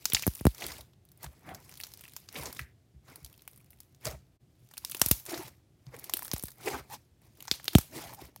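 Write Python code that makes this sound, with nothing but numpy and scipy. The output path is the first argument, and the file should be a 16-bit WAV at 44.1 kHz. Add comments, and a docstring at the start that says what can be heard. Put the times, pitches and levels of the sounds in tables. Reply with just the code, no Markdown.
"""Air pockets pop sharply in slime as a hand kneads it on a table, close to a small microphone.
Each pop is a tearing film that rings its pocket; some blow a puff of air at the microphone.
The sticky mass fizzes and squelches with every squeeze and peel, and glugs as suction lets go.
Underneath, the table thuds and rumbles with the handling, over the faint air of a quiet room."""
import sys
import numpy as np
from scipy import signal
from scipy.fft import rfft, irfft
from scipy.io import wavfile
from scipy.ndimage import uniform_filter1d

SR = 44100
rng = np.random.default_rng(int(sys.argv[2]) if len(sys.argv) > 2 else 0)


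def wrap_up_sound(samples):
    """Save the sound to the file named by the first command line argument, as 16-bit audio."""
    columns = np.atleast_2d(samples).T
    # keep every value between -1 and 1, then stretch to whole-number steps
    tamed = np.clip(columns, -1, 1)
    steps = np.round(tamed * 32767).astype(np.int16)
    wavfile.write(sys.argv[1], SR, steps)


N = 370440

# Featured air pockets bursting: t/s, ring level/dB, ring f/Hz, spit level/dB, slap level/dB, t60/s
POPS = [(0.0548, -15.5, 5900, -21.5, -75, 0.014), (.1, -31, 5530, -30, -60, 0.011),
        (.1211, -26.5, 2880, -43, -58, 0.016), (0.134, -23, 5800, -13, -59, 0.01),
        (0.1477, -12, 4960, -40, -66, .014), (0.1473, -15.5, 5160, -37.5, -63, .011),
        (0.159, -35, 4870, -50, -62, 0.023), (0.1671, -25.5, 2280, -47, -41, 0.022),
        (.1945, -30, 6720, -40, -52, 0.013), (0.2234, -29.5, 5340, -33, -55, 0.02),
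        (.2291, -38, 2500, -37, -55, .012), (0.2354, -29.5, 2230, -48, -53, 0.015),
        (.2666, -36, 7920, -15.5, -47, 0.0096), (.276, -27.5, 6160, -23, -37, 0.011),
        (.337, -41, 5300, -39.5, -67, .006), (.351, -48, 7800, -29.5, -70, .009),
        (.3557, -36, 5170, -36, -72, 0.0066), (.3832, -55, 4870, -43.5, -71.5, .017),
        (.3915, -48.5, 2420, -45.5, -63, .018), (0.397, -39, 5680, -46, -72.5, 0.0062),
        (0.4097, -51, 7840, -35.5, -51, 0.01), (.453, -31, 2370, -22.5, -36, 0.0065),
        (0.4675, -28.5, 4120, -24.5, -34, 0.012), (.547, -44.5, 6230, -46, -57, 0.028),
        (.581, -45, 3720, -44, -66, 0.016), (.621, -34.5, 2340, -50, -59, 0.034),
        (.641, -34, 3880, -50, -61, 0.019), (0.718, -37.5, 4690, -43, -45.5, 0.029),
        (0.8088, -45, 3550, -43.5, -65, 0.019), (.934, -61, 3610, -71, -72.5, .016),
        (1.052, -59, 8300, -49, -87, 0.0062), (1.0882, -62, 4130, -59, -85, 0.018),
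        (1.117, -55.5, 6240, -50.5, -81.5, .016), (1.175, -62, 7100, -50.5, -80.5, 0.0098),
        (1.2304, -44, 6120, -40, -65, 0.028), (1.243, -35, 8500, -60, -62, 0.013),
        (1.263, -49, 3120, -67, -45, .019), (1.4904, -48, 2400, -68, -42, .011),
        (1.547, -38.5, 5800, -41, -53.5, .018), (1.693, -50, 2220, -45, -66, 0.016),
        (1.7138, -47, 6450, -53, -62, 0.017), (1.724, -45, 5080, -53, -48, 0.0082),
        (1.7397, -42, 5240, -46, -57, .008), (1.7549, -44.5, 5140, -45, -73, .007),
        (1.773, -49, 3750, -44, -75, 0.024), (1.801, -38, 2240, -37, -52, 0.016),
        (1.811, -39, 4010, -38, -66, 0.014), (1.8356, -28, 4100, -32, -59, 0.0063),
        (1.8386, -29, 5370, -36, -59, 0.0062), (1.847, -41, 6590, -49, -70, 0.0095),
        (1.868, -44.5, 6400, -43, -77, 0.018), (1.9224, -60, 4910, -46, -84, 0.0047),
        (1.937, -41, 5100, -40, -66, 0.014), (1.974, -45, 5640, -41, -69, 0.0061),
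        (1.9935, -47, 5770, -53, -76, 0.01), (2.01, -55, 2490, -48, -61, .02),
        (2.0195, -57, 5770, -46, -74, 0.0037), (2.0376, -46.5, 2370, -49, -56.5, 0.019),
        (2.053, -42, 2400, -56, -70, 0.011), (2.079, -51, 2300, -50, -64, .02),
        (2.0857, -43, 5160, -44, -69, 0.0045), (2.1646, -32.5, 6540, -33.5, -50, 0.017),
        (2.2883, -37.5, 5040, -60, -58, 0.014), (2.3554, -38, 2200, -60, -59, 0.041),
        (2.3617, -34.5, 3480, -55, -62, 0.017), (2.4343, -46, 3620, -34.5, -39, .011),
        (2.456, -34, 6440, -54, -65, 0.024), (2.4608, -38.5, 5470, -43, -52, .02),
        (2.4687, -39, 5340, -55, -61, 0.022), (2.5274, -41.5, 4480, -35, -47, 0.014),
        (2.5925, -27, 1873, -38.5, -52, .015), (3.158, -48, 4260, -39, -54, 0.017),
        (3.2467, -39, 4650, -35, -78, 0.0098), (3.2617, -47, 4480, -47, -75, 0.016),
        (3.2984, -53, 5300, -51, -82, 0.0052), (3.34, -54, 3330, -58, -66.5, 0.013),
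        (3.394, -52, 3620, -67, -93, 0.0095), (3.42, -52, 5210, -47, -63, 0.012),
        (3.477, -46, 2200, -34.5, -45, 0.012), (3.512, -66, 9040, -53, -83, .017),
        (3.532, -54, 6800, -53.5, -77.5, 0.014), (3.5607, -58, 5900, -48, -66.5, 0.01),
        (3.5785, -64, 7200, -56.5, -86, 0.013), (3.6028, -60, 2360, -59.5, -70, .014),
        (3.6608, -64.5, 6590, -61.5, -79, 0.01), (3.705, -55, 6440, -45.5, -82.5, 0.011),
        (3.721, -65.5, 6400, -55.5, -88, .014), (3.7311, -57.5, 2200, -57, -65, 0.016),
        (3.8031, -45.5, 5250, -40, -60.5, 0.014), (3.9474, -53, 6120, -65, -82, 0.01),
        (4.0485, -60, 9300, -35, -61.5, 0.016), (4.0541, -25, 7370, -56.5, -44, 0.014),
        (4.0683, -24, 6220, -51, -61, 0.0076), (4.073, -37, 4000, -40, -40, 0.02),
        (4.084, -40, 4480, -41, -50, 0.017), (4.111, -41, 6370, -45.5, -49.5, 0.017),
        (4.6884, -60.5, 5090, -59, -76, 0.016), (4.7122, -50, 6840, -58.5, -56, 0.024),
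        (4.7373, -49.5, 3320, -47, -54, 0.022), (4.77, -43, 2230, -43, -53, 0.013),
        (4.778, -36.5, 4450, -32, -51.5, 0.018), (4.8486, -23, 4900, -22, -65, 0.0068),
        (4.8969, -38.5, 6500, -35, -66, 0.019), (4.9135, -44, 6630, -23, -76.5, 0.0055),
        (4.9189, -35, 3530, -32, -44, 0.012), (4.947, -31.5, 2960, -29, -37, 0.014),
        (4.9682, -37.5, 6420, -37, -66.5, 0.02), (4.9955, -38, 8400, -38, -67, 0.041),
        (5.0145, -22, 6030, -16, -43, 0.0065), (5.0152, -27, 6000, -25.5, -35, 0.0051),
        (5.0163, -7, 8400, -21, -20.5, 0.011), (5.061, -22.5, 5400, -15.5, -55, .011),
        (5.0857, -31, 6400, -21.5, -62, 0.018), (5.111, -24.5, 6500, -14, -39, 0.022),
        (5.1132, -12.5, 6600, -15, -48, 0.011), (5.1988, -46, 6330, -42, -75, 0.018),
        (5.253, -49, 6500, -41, -73, 0.022), (5.2624, -37, 8340, -49.5, -68, 0.027),
        (5.3412, -36.5, 3870, -49, -39, 0.045), (5.3757, -38.5, 5640, -44, -40.5, 0.028),
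        (5.4806, -46.5, 6010, -43.5, -60, 0.013), (5.867, -47.5, 4480, -73, -61, 0.0095),
        (5.9433, -50.5, 6900, -57.5, -45.5, 0.024), (5.9651, -52, 2280, -42, -50, 0.0086),
        (5.9884, -47, 5630, -44, -66, .015), (5.9952, -50, 4780, -37.5, -72, .009),
        (6.0416, -41.5, 4350, -33, -62, 0.013), (6.096, -31, 5850, -31.5, -50, 0.013),
        (6.137, -21.5, 3300, -16.5, -39, 0.012), (6.1695, -30, 8700, -23.5, -49, .01),
        (6.1923, -32, 8800, -32, -39, 0.0097), (6.2226, -42, 4540, -38, -36, 0.011),
        (6.2287, -51, 8740, -30.5, -67, 0.011), (6.248, -41, 9040, -28.5, -67, 0.0068),
        (6.2537, -38, 8180, -43, -55, .018), (6.2628, -54, 4340, -41.5, -55.5, 0.013),
        (6.2678, -53, 8480, -34, -64, 0.0074), (6.2804, -32.5, 8480, -38, -43, 0.0077),
        (6.315, -22, 5300, -33, -51, 0.0083), (6.3338, -24.5, 7240, -19.5, -52, 0.0053),
        (6.337, -33, 4650, -25, -60, 0.012), (6.3634, -32.5, 6160, -39, -38.5, 0.012),
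        (6.381, -47, 7580, -26, -65, 0.0047), (6.396, -36, 5680, -34, -61, .009),
        (6.4257, -49, 8440, -30.5, -61, 0.0083), (6.4369, -31, 6850, -21.5, -60, 0.0068),
        (6.4544, -48, 5990, -34.5, -67, 0.013), (6.4693, -55, 8400, -36, -77, 0.008),
        (6.483, -45, 3920, -42, -46, 0.024), (6.5043, -53, 4220, -43, -72, .012),
        (6.5171, -47.5, 6890, -47.5, -75.5, 0.022), (6.8999, -51.5, 5030, -49, -61, .01),
        (7.2174, -64.5, 2203, -56.5, -71, 0.0082), (7.3722, -58, 7540, -59, -68, 0.019),
        (7.405, -41, 3060, -40.5, -56, 0.011), (7.425, -37, 6700, -35, -66, 0.0081),
        (7.4532, -46, 4010, -45, -49, 0.01), (7.474, -41, 6740, -54, -62, 0.015),
        (7.48, -32.5, 5100, -53, -36.5, 0.019), (7.5135, -12, 4360, -54, -55, 0.011),
        (7.514, -28, 4230, -26, -55, 0.0095), (7.525, -36, 3630, -55, -61, .015),
        (7.5388, -37.5, 3970, -58, -52, 0.03), (7.5982, -56, 2540, -51, -42, 0.014),
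        (7.6297, -56, 5770, -51, -70, 0.015), (7.643, -44, 4970, -34, -56, 0.011),
        (7.654, -40.5, 6720, -43.5, -65, 0.028), (7.6805, -16, 3670, -25, -42, 0.0097),
        (7.732, -44, 4690, -41, -46, 0.032), (7.7511, -9, 3070, -15, -39, 0.0056),
        (7.7537, -20, 7950, -32, -59, 0.01), (7.7834, -20.5, 8050, -25, -59, 0.014),
        (7.7856, -30.5, 4780, -27, -32, 0.014), (7.8108, -46, 4410, -36, -51, 0.018),
        (8.011, -52, 2905, -45, -51, 0.021), (8.1356, -55, 4350, -44.5, -64, 0.026),
        (8.146, -53.5, 4310, -43, -74, 0.022), (8.3612, -38, 5900, -33.5, -66, 0.0048)]
# Puffs of air hitting the microphone: t/s, strength/dB, rise/ms, pull/share of the push
PUFFS = [(0.1336, -13, 1, 0.11), (0.267, -7, 0.39, 0.11), (0.277, -3, 0.76, 0.096),
         (0.4106, -16.5, 0.67, 0.045), (0.454, 3, 0.68, 0.094), (0.4679, 4, 0.64, 0.053),
         (5.0171, -20, 0.78, 0.041), (5.0616, -17, 0.9, 0), (5.1119, -4, 0.83, 0),
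         (6.336, -11, 0.69, 0.071), (6.437, -18, 0.75, 0.07), (7.5149, -16, 0.37, 0.048),
         (7.7543, 7.5, 0.89, 0.77), (7.7851, -9, 0.58, 0.0071)]
# Slow squeezes: t/s, rise/s, hold/s, fall/s, fizz level/dB, squelch level/dB, tick level/dB
SQUEEZES = [(-.1, .12, .5, .1, -61, -68, -53.5), (1.0, 0.23, 0.52, 0.12, -72.5, -69.5, -65),
            (1.3, 0.356, 0.584, 0.16, -64, -68, -54), (3.1, 0.1054, 0.427, 0.947, -75.5, -74.5, -61),
            (4.5, 0.44, .25, 0.14, -57, -67, -55), (5.75, 0.297, 0.335, 0.23, -60.5, -58.5, -54),
            (7.2, 0.23, 0.45, 0.28, -65, -65.5, -61)]
# The hand peeling off or landing: t/s, rise/s, hold/s, fall/s, fizz/dB, squelch/dB, rumble/dB
PEELS = [(.53, 0.098, .18, 0.032, -45, -46.5, -57.5), (1.2, 0.043, 0.018, .03, -50, -45.5, -51),
         (1.41, 0.073, 0.11, 0.04, -72, -47, -47.5), (2.29, 0.093, .14, 0.043, -44.5, -43, -50),
         (2.52, 0.051, 0.065, 0.046, -52.5, -57.5, -54), (3.02, 0.068, 0.18, 0.068, -62.5, -58, -59.5),
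         (4.01, 0.056, 0.063, 0.034, -46, -43.5, -44), (5.25, 0.044, 0.19, 0.038, -44.5, -45.5, -50.5),
         (5.88, 0.074, 0.03, .05, -64, -49.5, -53), (6.58, .09, 0.13, 0.033, -42.5, -39.5, -52),
         (6.88, 0.054, 0.029, .02, -45, -50.5, -58.5), (7.17, 0.073, 0.12, .05, -69.5, -70.5, -72),
         (7.88, 0.079, 0.18, 0.041, -46, -47, -49.5), (8.15, 0.065, 0.073, 0.051, -55.5, -53.5, -52.5)]
# Envelope of each gesture: climb in the rise/dB, sag in the hold/dB, drop in the fall/dB, 40 dB tail/s
SQUEEZE_ENVELOPE = (30, 3.2, 26, .2)
PEEL_ENVELOPE = (26.5, 12, 12, 0.257)
# Suction letting go under the palm: t/s, peak level/dB, cavity f/Hz, length/s
GLUGS = [(0.103, -46, 430, 0.0083), (0.621, -39, 722, 0.033), (0.639, -42, 600, 0.019),
         (1.245, -36, 767, .0076), (1.493, -41.5, 734, 0.013), (1.538, -45.5, 728, .06),
         (2.372, -45.5, 510, .0097), (2.399, -38.5, 540, .0091), (2.436, -37, 840, .015),
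         (2.629, -54.5, 1682, 0.037), (3.1, -55, 1360, 0.041), (4.066, -40, 448, 0.026),
         (4.076, -29.5, 614, 0.013), (4.113, -42, 628, 0.063), (4.843, -44.5, 940, 0.0036),
         (4.949, -38.5, 358, 0.0052), (5.289, -40.5, 373, 0.012), (5.321, -30.5, 350.6, 0.0074),
         (5.335, -36.5, 1800, .016), (5.338, -28.5, 324, .014), (5.365, -35.5, 338, .028),
         (5.404, -35, 349.5, 0.017), (5.418, -41, 871, 0.033), (5.946, -41.5, 492, 0.015),
         (6.098, -33, 900, 0.0028), (6.142, -37.5, 323, 0.0062), (6.227, -39.5, 940, .0054),
         (6.319, -41, 910, 0.0045), (6.365, -40, 960, 0.0053), (6.663, -31.5, 374, 0.018),
         (6.679, -24.5, 401, 0.016), (6.68, -27.5, 2100, 0.015), (6.72, -34, 386, 0.058),
         (6.744, -36.5, 807, .052), (6.748, -31.5, 1150, .023), (6.797, -44, 1271, 0.036),
         (6.902, -45, 887, .005), (6.935, -37, 866, 0.036), (7.478, -54, 990, .0042),
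         (7.683, -43, 390, 0.0056), (7.751, -36.5, 347, 0.024), (7.942, -45.5, 316, 0.032),
         (7.981, -37.5, 350, 0.052), (8.043, -41, 747, .051), (8.101, -43.5, 885, .015),
         (8.134, -42, 895, 0.018), (8.192, -42.5, 800, 0.02), (8.221, -38, 345, 0.0062),
         (8.363, -42, 846, 0.0029)]
# Fingers and slime bumping the table: t/s, level/dB, upper mode/share
THUDS = [(0.641, -40, 0.36), (0.696, -43, 0.16), (0.781, -43.5, 0.15), (1.253, -33, 0.47),
         (1.499, -42, 0.74), (2.387, -36, 0.46), (2.468, -47, 0), (2.598, -31.5, 0.55),
         (2.943, -39.5, 0.52), (3.083, -46.5, 0.9), (3.221, -38.5, 0.41), (4.064, -30.5, 0.45),
         (4.127, -33.5, 0.54), (5.443, -40.5, 0.8), (5.866, -35, 0.86), (6.721, -34.5, 0.48),
         (6.79, -41.5, 0.5), (8.218, -41, 0.5)]
# Low modes of the table top: f/Hz, t60/s
TABLE_MODES = [(68, 0.13), (130, 0.089)]
# EQ curves of the four noise layers: f/Hz, relative level/dB
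FIZZ_EQ = [(1500, -29.5), (2300, -4), (3300, -5.5), (5000, -2.5), (7700, -6.5), (14500, -6), (16000, -10),
           (16500, -32)]
SQUELCH_EQ = [(150, -31.5), (250, 1.5), (500, -2.5), (900, -4), (1600, -10), (2200, -5), (2900, -19.5),
              (6000, -33)]
RUMBLE_EQ = [(30, -8), (60, -6.5), (120, 2.5), (200, -5), (300, -22), (500, -54)]
ROOM_EQ = [(24, -29), (40, -2), (134, 0), (168, -14), (367, -11.5), (461, -21.5), (690, -20.5),
           (957, -30.5), (3370, -32.5), (14900, -40.5), (16500, -51)]

FIZZ_COLUMN, SQUELCH_COLUMN, TICK_COLUMN, RUMBLE_COLUMN = 4, 5, 6, 6  # in SQUEEZES and PEELS
WALLS_DB, WALLS_BUILD_S, WALLS_T60_S = -19.5, 0.036, 0.27  # the room's answer to a pop
FLICKER_DB = 2.2  # unevenness of the fizz and squelch across all pitches
FIZZ_FALL_SCALE = 0.6  # the fizz of a peel stops sooner than its squelch


def pop(ring_db, hz, spit_db, slap_db, t60, samples, ragged_db=2.5):
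    """The film tears in a short ragged burst that rings the pocket, spits treble and slaps the mass."""
    t, t60 = np.arange(samples) / SR, np.clip(t60, .002, .04)
    tear_noise, wobble, wall_noise = rng.standard_normal((samples, 3)).T
    crack, drizzle = gain_of(-60 * t / t60), 0.13 * gain_of(-60 * t / (4.8 * t60))
    envelope = (1 - np.exp(-t / 0.00032)) * (crack + drizzle)
    tear = envelope * tear_noise * gain_of(ragged_db * unit_rms(uniform_filter1d(wobble, size=16)))
    tear += 2.5 * np.exp(-((t - .0003) / .00003) ** 2)  # the first snap
    tear[48:] += 0.022 * tear[:-48]  # bounce off the table top
    walls = wall_noise * (1 - np.exp(-t / WALLS_BUILD_S)) * gain_of(WALLS_DB - 60 * t / WALLS_T60_S)
    walls *= np.sqrt((tear ** 2).sum() / 100)  # the room returns a share of the tear's energy
    paths = np.array([tear, walls])
    width_hz = 0.62 * hz * np.sqrt(hz / 5000)  # large, low pockets ring longer
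    ring = np.array([resonate(resonate(path, hz, width_hz), hz, 1.5 * width_hz) for path in paths])
    spit = signal.sosfilt(signal.butter(3, [8500, 15500], "band", fs=SR, output="sos"), paths)
    slap = signal.sosfilt(signal.butter(2, [600, 2400], "band", fs=SR, output="sos"), paths)
    layers = ((ring_db, ring), (spit_db, spit), (slap_db, slap))
    blend = sum(gain_of(db) * layer.sum(0) / np.linalg.norm(layer[0]) for db, layer in layers)
    return np.linalg.norm(envelope) * blend


def pops():
    """Every pocket that bursts: the featured pops, then the short ticks."""
    out = np.zeros(N)
    for rows, samples in ((POPS, 6000), (ticks(), 1500)):
        for start, *pocket in rows:
            add(out, start, pop(*pocket, samples))
    return out


def ticks(tries=620, spread_db=4.5, max_boost_db=10):
    """Rows like POPS for small pockets bursting at random while a squeeze or a peel lasts."""
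    peeling = gain_of(1) * peel_gain(FIZZ_COLUMN, FIZZ_FALL_SCALE)
    hand_db = 20 * np.log10(np.hypot(squeeze_gain(TICK_COLUMN), peeling))
    when, softness, pitch, spit, slap, decay = rng.random((tries, 6)).T
    boost_db = np.minimum(-spread_db * (1 + np.log(softness + 1e-3)), max_boost_db)
    db = hand_db[(when * N).astype(int)] + boost_db
    spit_db = db + 2.5 + 16 * (spit - .5)
    slap_db = db - 15.5 + 14 * (slap - .5)
    rows = np.transpose([when * N / SR, db, 2300 * 3.8 ** pitch, spit_db, slap_db, 0.008 * (.5 + decay)])
    return list(rows[db > -80])


def puffs(pull_lead_s=.002):
    """A smooth push of air on the diaphragm, most often with a pull just before it."""
    out = np.zeros(N)
    t_ms = np.arange(2000) / SR * 1000
    for start, db, rise_ms, pull in PUFFS:
        push = gain_of(db) * t_ms / rise_ms * np.exp(-t_ms / rise_ms)
        add(out, start, -push)
        add(out, start - pull_lead_s, pull * push)
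    return out


def fizz(snaps_per_s=150, snap_decay_s=0.0022):
    """Countless tiny threads of slime snap: a hiss with small crackles, each with its own colour."""
    hiss = equalise(patchy_noise() * flicker(0.0068, FLICKER_DB), FIZZ_EQ)
    snaps = gain_of(1.3 * np.minimum(rng.exponential(1, N), 4)) * (rng.random(N) < snaps_per_s / SR)
    snap_envelope = signal.lfilter([1], [1, -np.exp(-1 / (snap_decay_s * SR))], snaps)
    grains = snap_envelope * rng.standard_normal(N)
    pitch_hz = 5000 * 2 ** (0.5 * wander(samples=400))
    crackle = unit_rms(resonate(grains, np.minimum(pitch_hz, 15000), width_hz=2200))
    hand = np.hypot(squeeze_gain(FIZZ_COLUMN), peel_gain(FIZZ_COLUMN, FIZZ_FALL_SCALE))
    return np.hypot(hand, torn_film_gain()) * (hiss + .45 * crackle)


def torn_film_gain(send_db=-29, t60=0.19):
    """The torn film goes on fizzing: a decaying envelope after each featured pop."""
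    kicks = np.zeros(N)
    for start, ring_db, _, spit_db, *_ in POPS:
        kicks[round(start * SR)] += gain_of(ring_db + send_db) ** 2 + gain_of(spit_db + send_db) ** 2
    return np.sqrt(signal.lfilter([1], [1, -gain_of(-120 / (t60 * SR))], kicks))


def squelch():
    """The wet mass tears off skin and table in uneven slips."""
    hand = np.hypot(squeeze_gain(SQUELCH_COLUMN), peel_gain(SQUELCH_COLUMN))
    return hand * equalise(patchy_noise() * flicker(0.017, FLICKER_DB), SQUELCH_EQ)


def glugs():
    """Rushing air rings a cavity and its octave roughly; small, high cavities ring more loosely."""
    out, t = np.zeros(N), np.arange(-2000, 2000) / SR
    for centre, db, hz, length in GLUGS + small_glugs():
        rush = rng.standard_normal(len(t))
        width_hz = 0.14 * hz * hz / 400
        cavity = resonate(resonate(rush, hz, width_hz), hz, width_hz)
        octave = 0.21 * resonate(rush, 2 * hz, width_hz)
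        swell = np.exp(-(t / (0.59 * length)) ** 2)
        glug = (cavity + octave) * swell
        add(out, centre + t[0], gain_of(db) * glug / abs(glug).max())
    return out


def small_glugs(tries=120):
    """Rows like GLUGS for the lesser suctions scattered through the peels, riding the squelch level."""
    when, softness, pitch, length = rng.random((tries, 4)).T
    squelch_db = 20 * np.log10(peel_gain(SQUELCH_COLUMN))
    db = squelch_db[(when * N).astype(int)] + 1 - 8 * softness
    rows = np.transpose([when * N / SR, db, 330 * 3.5 ** pitch, .006 * 6.5 ** length])
    return list(rows[db > -75])


def table_thuds(attack_s=0.0082):
    """A soft bump rings the two low modes of the table top."""
    out, t = np.zeros(N), np.arange(8000) / SR
    low, high = (np.sin(2 * np.pi * hz * t) * gain_of(-60 * t / t60) for hz, t60 in TABLE_MODES)
    attack = 1 - np.exp(-t / attack_s)
    for start, db, share in THUDS:
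        add(out, start, 2 * gain_of(db) * attack * ((1 - share) * low + share * high))
    return out


def table_rumble(rest_db=-68):
    """The table carries the handling as a lumpy low noise that fades more slowly than the slime."""
    level = np.hypot(gain_of(rest_db), peel_gain(RUMBLE_COLUMN, fall_scale=5.1))
    return level * equalise(rng.standard_normal(N) * flicker(0.033, depth_db=3.5), RUMBLE_EQ)


def room_tone(level_db=-64.5):
    """The air of a quiet room: a steady, dark noise bed."""
    return gain_of(level_db) * equalise(rng.standard_normal(N), ROOM_EQ)


def squeeze_gain(column):
    """One layer's gain under the squeezes, which swell and hold nearly level."""
    return gesture_gain(SQUEEZES, SQUEEZE_ENVELOPE, column)


def peel_gain(column, fall_scale=1):
    """One layer's gain under the peels, which sag more and break off."""
    return gesture_gain(PEELS, PEEL_ENVELOPE, column, fall_scale)


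def gesture_gain(gestures, envelope, column, fall_scale=1):
    """Each gesture rises, holds, falls and tails off; overlapping ones add in power."""
    t, power = np.arange(N) / SR, 0
    climb_db, sag_db, drop_db, tail_s = envelope
    corner_db = [-3 * climb_db, -climb_db, 0, -sag_db, -sag_db - drop_db, -sag_db - drop_db - 40]
    for gesture in gestures:
        start, rise, hold, fall = gesture[:4]
        corner_s = start + np.cumsum([-rise, rise, rise, hold, fall_scale * fall, tail_s])
        power += gain_of(gesture[column] + np.interp(t, corner_s, corner_db)) ** 2
    return np.sqrt(power)


def patchy_noise(depth_db=3):
    """Uneven peeling: noise that is louder and softer in patches about 700 Hz wide and 20 ms long."""
    spectrum = signal.stft(rng.standard_normal(N), nperseg=256, noverlap=192)[2]
    bands = uniform_filter1d(rng.standard_normal(spectrum.shape), size=4, axis=0)
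    patches = unit_rms(uniform_filter1d(bands, size=14, axis=1))
    return signal.istft(spectrum * gain_of(depth_db * patches), nperseg=256, noverlap=192)[1][:N]


def flicker(seconds, depth_db):
    """A gain that wanders at random over about this time."""
    return gain_of(depth_db * wander(int(seconds * SR)))


def wander(samples):
    """A random modulator: smoothed noise at unit rms."""
    return unit_rms(uniform_filter1d(rng.standard_normal(N), samples))


def resonate(x, hz, width_hz):
    """A resonance, fixed or moving: shift hz down to zero, smooth, and shift back."""
    carrier = np.exp(2j * np.pi * np.cumsum(hz * np.ones(len(x))) / SR)
    pole = np.exp(-np.pi * width_hz / SR)
    return 2 * (carrier * signal.lfilter([1 - pole], [1, -pole], x / carrier)).real


def equalise(x, curve):
    """Colour a sound with an EQ curve and bring it to unit rms."""
    hz, db = np.transpose(curve)
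    bin_db = np.interp(np.log(np.fft.rfftfreq(len(x), 1 / SR) + 1), np.log(hz + 1), db)
    return unit_rms(irfft(rfft(x) * gain_of(bin_db), len(x)))


def gain_of(db):
    return 10 ** (np.asarray(db) / 20)


def unit_rms(x):
    return x / np.sqrt(np.mean(x ** 2) + 1e-20)


def add(mix, start_s, sound):
    part = mix[round(start_s * SR):][:len(sound)]
    part += sound[:len(part)]


def scene():
    """Slime, table and room in one mono mix."""
    mix = room_tone() + puffs() + table_thuds() + fizz() + squelch() + table_rumble() + glugs() + pops()
    return mix[None]


def record(dry):
    """A steep bass cut and lagging lows turn each puff into a falling chirp; the top is band-limited."""
    bass_cut_hz, lag_hz, top_hz, ceiling = 53, 210, 16600, .9
    dip_at_s, dip_half_width_s, dip_db = 4.386, .014, -25
    x = signal.sosfilt(signal.butter(6, bass_cut_hz, "high", fs=SR, output="sos"), dry)
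    warped = np.tan(np.pi * lag_hz / SR)
    allpass = (warped - 1) / (warped + 1)
    x = signal.sosfilt([[allpass, 1, 0, 1, allpass, 0]] * 2, x)  # the lows arrive late
    x = x / (1 + (x / ceiling) ** 12) ** (1 / 12)  # the loudest cracks round off
    dip = np.exp(-((np.arange(N) / SR - dip_at_s) / dip_half_width_s) ** 2)
    x = x * gain_of(dip_db * dip)  # the level dips briefly
    return signal.oaconvolve(x, signal.firwin(255, top_hz, window=("kaiser", 9), fs=SR)[None], "same")


dry = scene()
out = record(dry)
wrap_up_sound(out)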